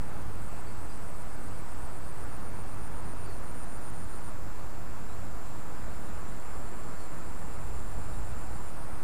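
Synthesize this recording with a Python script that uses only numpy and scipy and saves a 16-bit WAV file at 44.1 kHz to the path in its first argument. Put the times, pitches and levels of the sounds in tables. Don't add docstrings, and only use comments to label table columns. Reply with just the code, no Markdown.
import sys
import numpy as np
from scipy import signal
from scipy.fft import rfft, irfft, next_fast_len
from scipy.io import wavfile
from scipy.ndimage import uniform_filter1d, map_coordinates

SR = 44100
rng = np.random.default_rng(int(sys.argv[2]) if len(sys.argv) > 2 else 0)


def output_pcm(signal):
    pcm = np.clip(np.atleast_2d(signal).T, -1, 1) * 32767
    wavfile.write(sys.argv[1], SR, np.round(pcm).astype(np.int16))


def decibels_to_gain(level_db):
    exponent = np.asarray(level_db, float) / 20
    return 10 ** exponent


N = 398223


def unit(x):
    return x / np.sqrt(np.mean(x ** 2) + 1e-20)


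def curves(rows, outside=None):
    time_s, *columns = np.transpose(rows)
    return [np.interp(np.arange(N) / SR, time_s, c, outside, outside) for c in columns]


def wobble(rate_hz):
    knots = rng.standard_normal(int(N * rate_hz / SR) + 4)
    return map_coordinates(knots, [np.arange(N) * rate_hz / SR])


def coloured(x, spectrum):
    m = next_fast_len(N + 8192)
    hz, db = np.transpose(spectrum)
    log_hz = np.log(np.fft.rfftfreq(m, 1 / SR) + 1)
    gain = decibels_to_gain(np.interp(log_hz, np.log(hz + 1), db, -120, -120))
    return unit(irfft(rfft(x, m) * gain, m)[:N])


def patchy(patchy_db):
    z = signal.stft(rng.standard_normal(N + 1024), nperseg=512)[2]
    field = uniform_filter1d(rng.standard_normal(z.shape), size=6, axis=0)
    field = uniform_filter1d(field, size=14, axis=1)
    return signal.istft(z * decibels_to_gain(patchy_db * unit(field)), nperseg=512)[1][:N]


def bubbles(count, hz, spread, cycles, size_db):
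    luck = rng.random((count, 2))
    t = np.arange(300) / SR
    f = hz * np.exp(spread * rng.standard_normal((count, 1)))
    size = decibels_to_gain(-size_db * np.log(1 - luck[:, 1:]))
    tone = np.sin(2 * np.pi * f * t * (1 + 0.032 * f * t / cycles))
    ring = size * tone * np.exp(-f * t / cycles) * (1 - np.exp(-f * t))
    at = (luck[:, :1] * N).astype(int) + np.arange(len(t))
    return np.bincount(at.ravel(), ring.ravel(), N + len(t))[:N]


def stream():
    # (frequency [Hz], level [dB])
    water = [(50, -17), (110, -1), (200, -4.5), (330, -8), (550, -11), (800, -10.5), (1330, -12),
             (1700, -17.5), (2290, -23.5), (2650, -24.5), (3100, -32.5), (4700, -44)]
    level_db = -46.6 + .3 * wobble(.9)
    wash = coloured(patchy(patchy_db=0.73), water)
    near = coloured(bubbles(count=4000, hz=1006, spread=0.502, cycles=1.97, size_db=2.0), water)
    return decibels_to_gain(level_db + 2.0 + 0.18 * wobble(7)) * unit(wash + decibels_to_gain(-11.0) * near)


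def air():
    # (frequency [Hz], level [dB])
    hiss = [(2500, -9), (3300, -3.5), (4600, 0.5), (5200, -1.5), (5900, -3), (6500, -2.5), (7200, 0.5),
            (8050, 1), (8700, 0.5), (9900, -3.5), (11000, -5), (15000, -4.5), (18000, -11.5)]
    return decibels_to_gain(-59) * coloured(patchy(patchy_db=0.97), hiss)


def wind():
    # (time [s], level [dB])
    breeze = [(0, -46), (2, -47.5), (6.8, -47), (7.85, -41), (8.6, -43), (8.8, -46)]
    # (frequency [Hz], level [dB per Hz])
    rumble_colour = [(1, -6), (3, 0), (20, -1), (30, -2.5), (45, -1), (60, -2), (80, -7), (130, -14),
                     (250, -30)]
    # (time [s], peak level [dB])
    thumps = [
        (7.885, -31),
        (7.976, -27),
        (8.05, -45),
        (8.16, -32),
        (8.23, -43),
        (8.35, -39),
        (8.62, -38),
    ]
    level_db = curves(breeze)[0] + 1.1 * wobble(1.6)
    lumps = decibels_to_gain(1.27 * wobble(9))
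    rumble = decibels_to_gain(level_db + 3.5) * unit(lumps * coloured(rng.standard_normal(N), rumble_colour))
    t = np.arange(N) / SR
    for thump_s, peak_db in thumps:
        u = (t - thump_s) * 42
        rumble = rumble + decibels_to_gain(peak_db) * np.cos(2 * np.pi * u) * np.exp(-(u / 0.54) ** 2)
    return rumble


def engine():
    # (time [s], firing rate [Hz], level [dB])
    running = [(0, 100, -45.5), (.6, 96, -55.5), (2.1, 94, -58), (2.6, 93.16, -48.5), (3.2, 93, -48),
               (3.7, 91, -55), (5.2, 96, -48.5), (5.4, 96, -58)]
    hz, db = curves(running)
    turns = np.cumsum(hz + 4.62 * wobble(12)) / SR
    half_order = decibels_to_gain(-7.5 + 1.7 * wobble(2.6)) * np.sin(np.pi * turns)
    hum = np.sin(2 * np.pi * turns) + half_order
    fade = np.clip((running[-1][0] - np.arange(N) / SR) / .15, 0, 1)
    return fade * np.sqrt(2) * decibels_to_gain(db - 1.0 + 2.7 * wobble(7.2)) * hum


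def wings(strokes, wing, duty, skew, scatter_db, side_db=-60):
    rough = {"low": (7468, 200, 1.5, .45), "far": (7400, 260, 2.5, .6), "high": (7810, 380, .9, .75),
             "near": (9155, 780, 2.5, .3), "second": (9150, 700, 2.5, .35), "third": (9500, 600, 2.5, .4)}
    hz, fall_hz, slip_rad, rasp_rad = rough[wing]
    climb_hz_per_s = 20 * (wing == "near")
    k = np.floor(strokes).astype(int)
    k = k - k.min()
    luck = rng.standard_normal((k.max() + 1, 2))
    u = np.clip((strokes % 1) / np.clip(duty, .2, 1), 0, 1) ** skew
    shape = np.sin(np.pi * u) ** 2 * decibels_to_gain(scatter_db * luck[k, 0])
    pitch_hz = hz + climb_hz_per_s * (np.arange(N) / SR - 2.6) + fall_hz * (.5 - u) * (u < 1)
    shake = np.cumsum(slip_rad * luck[:, 1] - 3.3)[k] + rasp_rad * wobble(1300)
    phase = 2 * np.pi * np.cumsum(pitch_hz) / SR + shake
    return unit(shape * (np.sin(phase) + decibels_to_gain(side_db) * np.sin(.93 * phase)))


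def phrases(wing):
    trill_phrases = {"low": [(6.33, .04, 8.7, -61.5, 0)], "far": [(1.8, 4, 6.4, -61.5, -1.2),
                     (6.4, 0.011, 8.7, -69, 2.5)], "high": [(-.1, .01, .4, -71, -4),
                     (.39, .03, 2.27, -64.5, 0), (8.74, .03, 9.2, -70.5, 1.5)]}
    release_s = .035
    t = np.arange(N) / SR
    gain = np.zeros(N)
    for start_s, rise_s, stop_s, db, grow_db in trill_phrases[wing]:
        rise = np.clip((t - start_s) / rise_s, 0, 1)
        release = np.clip((stop_s - t) / release_s + 1, 0, 1)
        gain += rise * release * decibels_to_gain(db + grow_db * (t - start_s) / (stop_s - start_s))
    return gain


def trills():
    t = np.arange(N) / SR
    drift = wobble(2)
    low_strokes = 116.8 * t + .02 * drift
    far_strokes = 116.8 * t - .12 + .05 * drift
    high_strokes = 119.15 * t + .25 + .06 * drift
    low = phrases("low") * wings(low_strokes, "low", duty=0.728, skew=1.2, scatter_db=1.0)
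    far = phrases("far") * wings(far_strokes, "far", duty=.7, skew=1.4, scatter_db=1.5)
    high = phrases("high") * wings(high_strokes, "high", duty=0.75, skew=1.5, scatter_db=1.0)
    return low + far + high


def slowing(rhythm):
    end_s, period_s, slowing_s = rhythm
    k = np.arange(-20, 36)
    return end_s + period_s * k + slowing_s * k * k


def phrase(end_s, effort, scatter_db):
    time_s, db, pause_s, swell_db = np.transpose(effort)
    luck = rng.standard_normal((len(end_s), 2))
    beat_s = np.diff(end_s, prepend=2 * end_s[0] - end_s[1])
    length_s = beat_s - np.interp(end_s, time_s, pause_s) + .004 * luck[:, 1]
    level_db = np.interp(end_s, time_s, db, -120) + scatter_db * luck[:, 0]
    return np.transpose([end_s, length_s, level_db, np.interp(end_s, time_s, swell_db)])


def chirper(bursts, rate_hz, wing, side_db):
    t = np.arange(N) / SR
    end_s, length_s, db, swell_db = np.transpose(bursts)
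    k = np.minimum(np.searchsorted(end_s, t), len(end_s) - 1)
    left_s = end_s[k] - t
    strokes = 60 * k - np.clip(left_s, -.1, .3) * rate_hz
    rise = np.clip((length_s[k] + 0.017 - left_s) / 0.014, 0, 1) * (left_s > 0)
    level = rise * decibels_to_gain(db[k] - 2 * swell_db[k] * left_s / length_s[k])
    return level * wings(strokes, wing, duty=1.0, skew=1.4, scatter_db=0.5, side_db=side_db)


def bank(x, t60_s):
    t = np.arange(SR // 4) / SR
    tail = rng.standard_normal(len(t)) * decibels_to_gain(-60 * t / t60_s)
    return signal.fftconvolve(x, tail / np.linalg.norm(tail))[:N]


def chirpers():
    # (burst number [1], its end [s])
    near_beats = [(0, .098), (3, .492), (7, .98), (21, 2.75), (24, 3.139), (26, 3.388), (30, 3.905),
                  (32, 4.189), (33, 4.298)]
    # (time [s], level [dB], pause between bursts [s], swell within a burst [dB])
    near_effort = [(0, -64.5, 0.036, 2), (2, -60, 0.038, 3.5), (4.3, -58, 0.037, .8)]
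    second_effort = [(5, -75, .06, 1.5), (6.1, -64.5, 0.051, 1.5), (9.1, -61.5, .045, 1.3)]
    third_effort = [(1.8, -82, .05, 0.1), (4.3, -69, .045, 0.1), (5.3, -69, 0.04, .1),
                    (9.1, -64.5, .04, 0.1)]
    # (a burst end [s], period [s], slowing [s per burst squared])
    rhythms = [(6.091, .1202, .00021), (4.477, .1345, .00011)]
    number, end_s = np.transpose(near_beats)
    near_ends = np.interp(np.arange(number[-1] + 1), number, end_s)
    near_bursts = phrase(near_ends, near_effort, scatter_db=0.8)
    second_bursts = phrase(slowing(rhythms[0]), second_effort, scatter_db=.7)
    third_bursts = phrase(slowing(rhythms[1]), third_effort, scatter_db=.9)
    near = decibels_to_gain(1.5) * chirper(near_bursts, 122.8, "near", side_db=-14)
    second = decibels_to_gain(3.0) * chirper(second_bursts, 121.0, "second", side_db=-19.0)
    third = chirper(third_bursts, 118, "third", side_db=-17)
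    return near + second + third + decibels_to_gain(-4.5) * bank(second + third, t60_s=0.22)


def bird():
    # (start [s], length [s], from [Hz], to [Hz], level [dB])
    whistles = [
        (.65, .085, 4610, 4440, -61),
        (.74, .08, 4400, 4280, -69),
        (.887, .062, 4880, 4700, -59.5),
        (3.245, .13, 4660, 4000, -58.5),
        (5.077, .085, 3780, 4420, -66.5),
        (6.945, 0.14, 4540, 4040, -63.5),
        (8.118, .06, 3760, 4000, -65),
    ]
    bend, scoop_hz, scoop_s = 1.8, 249.5, 0.0051
    flutter_hz, flutter_db, db_per_hz, swell_s = 27, 2.5, 0.0117, 0.023
    out = np.zeros(N)
    for start_s, length_s, from_hz, to_hz, db in whistles:
        t = np.clip(np.arange(N) / SR - start_s, 0, length_s)
        glide_hz = from_hz + (to_hz - from_hz) * (t / length_s) ** bend
        hz = glide_hz - scoop_hz * np.exp(-t / scoop_s)
        edge = np.clip(np.minimum(t, length_s - t) / swell_s, 0, 1)
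        dip_db = flutter_db * (1 + np.cos(2 * np.pi * flutter_hz * t))
        level_db = db + db_per_hz * (hz - from_hz) - dip_db + 2.2 * wobble(90)
        phase = 2 * np.pi * np.cumsum(hz) / SR + 0.77 * wobble(150)
        out += edge * np.sqrt(2) * decibels_to_gain(level_db) * np.sin(phase)
    return out


def scene():
    singers = trills() + chirpers() + decibels_to_gain(-0.8) * bird()
    echoes = decibels_to_gain(-11.5) * bank(singers, t60_s=.18)
    return (singers + echoes + air() + stream() + wind() + engine())[None]


def starved(x):
    # (band from [Hz], to [Hz], singer from [Hz], to [Hz], share of the loudest moments [1])
    starved_bands = [(7650, 8120, 8900, 9600, .16), (8120, 8440, 8900, 9600, .16),
                     (6250, 6600, 7200, 7700, .2), (12400, 13100, 13100, 13800, .08),
                     (13800, 14500, 14500, 15200, .08)]
    top_hz = 15480
    hz, _, z = signal.stft(x, SR, nperseg=1024)
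    for lo_hz, hi_hz, singer_lo_hz, singer_hi_hz, share in starved_bands:
        singer = (hz > singer_lo_hz) & (hz < singer_hi_hz)
        band = (hz > lo_hz) & (hz < hi_hz)
        loud = np.sum(abs(z[..., singer, :]) ** 2, axis=-2)
        drop = (loud > np.quantile(loud, 1 - share)) & (rng.random(loud.shape) < .38)
        z = z * np.where(drop[:, None] & band[:, None], decibels_to_gain(-18), 1)
    return signal.istft(z * (hz < top_hz)[:, None], SR, nperseg=1024)[1][:, :N]


def top_cut(x):
    return signal.sosfilt(signal.butter(12, 16200, fs=SR, output="sos"), x)


def record(dry):
    offset = .0795
    return top_cut(starved(dry) + offset)


dry = scene()
out = record(dry)
output_pcm(out)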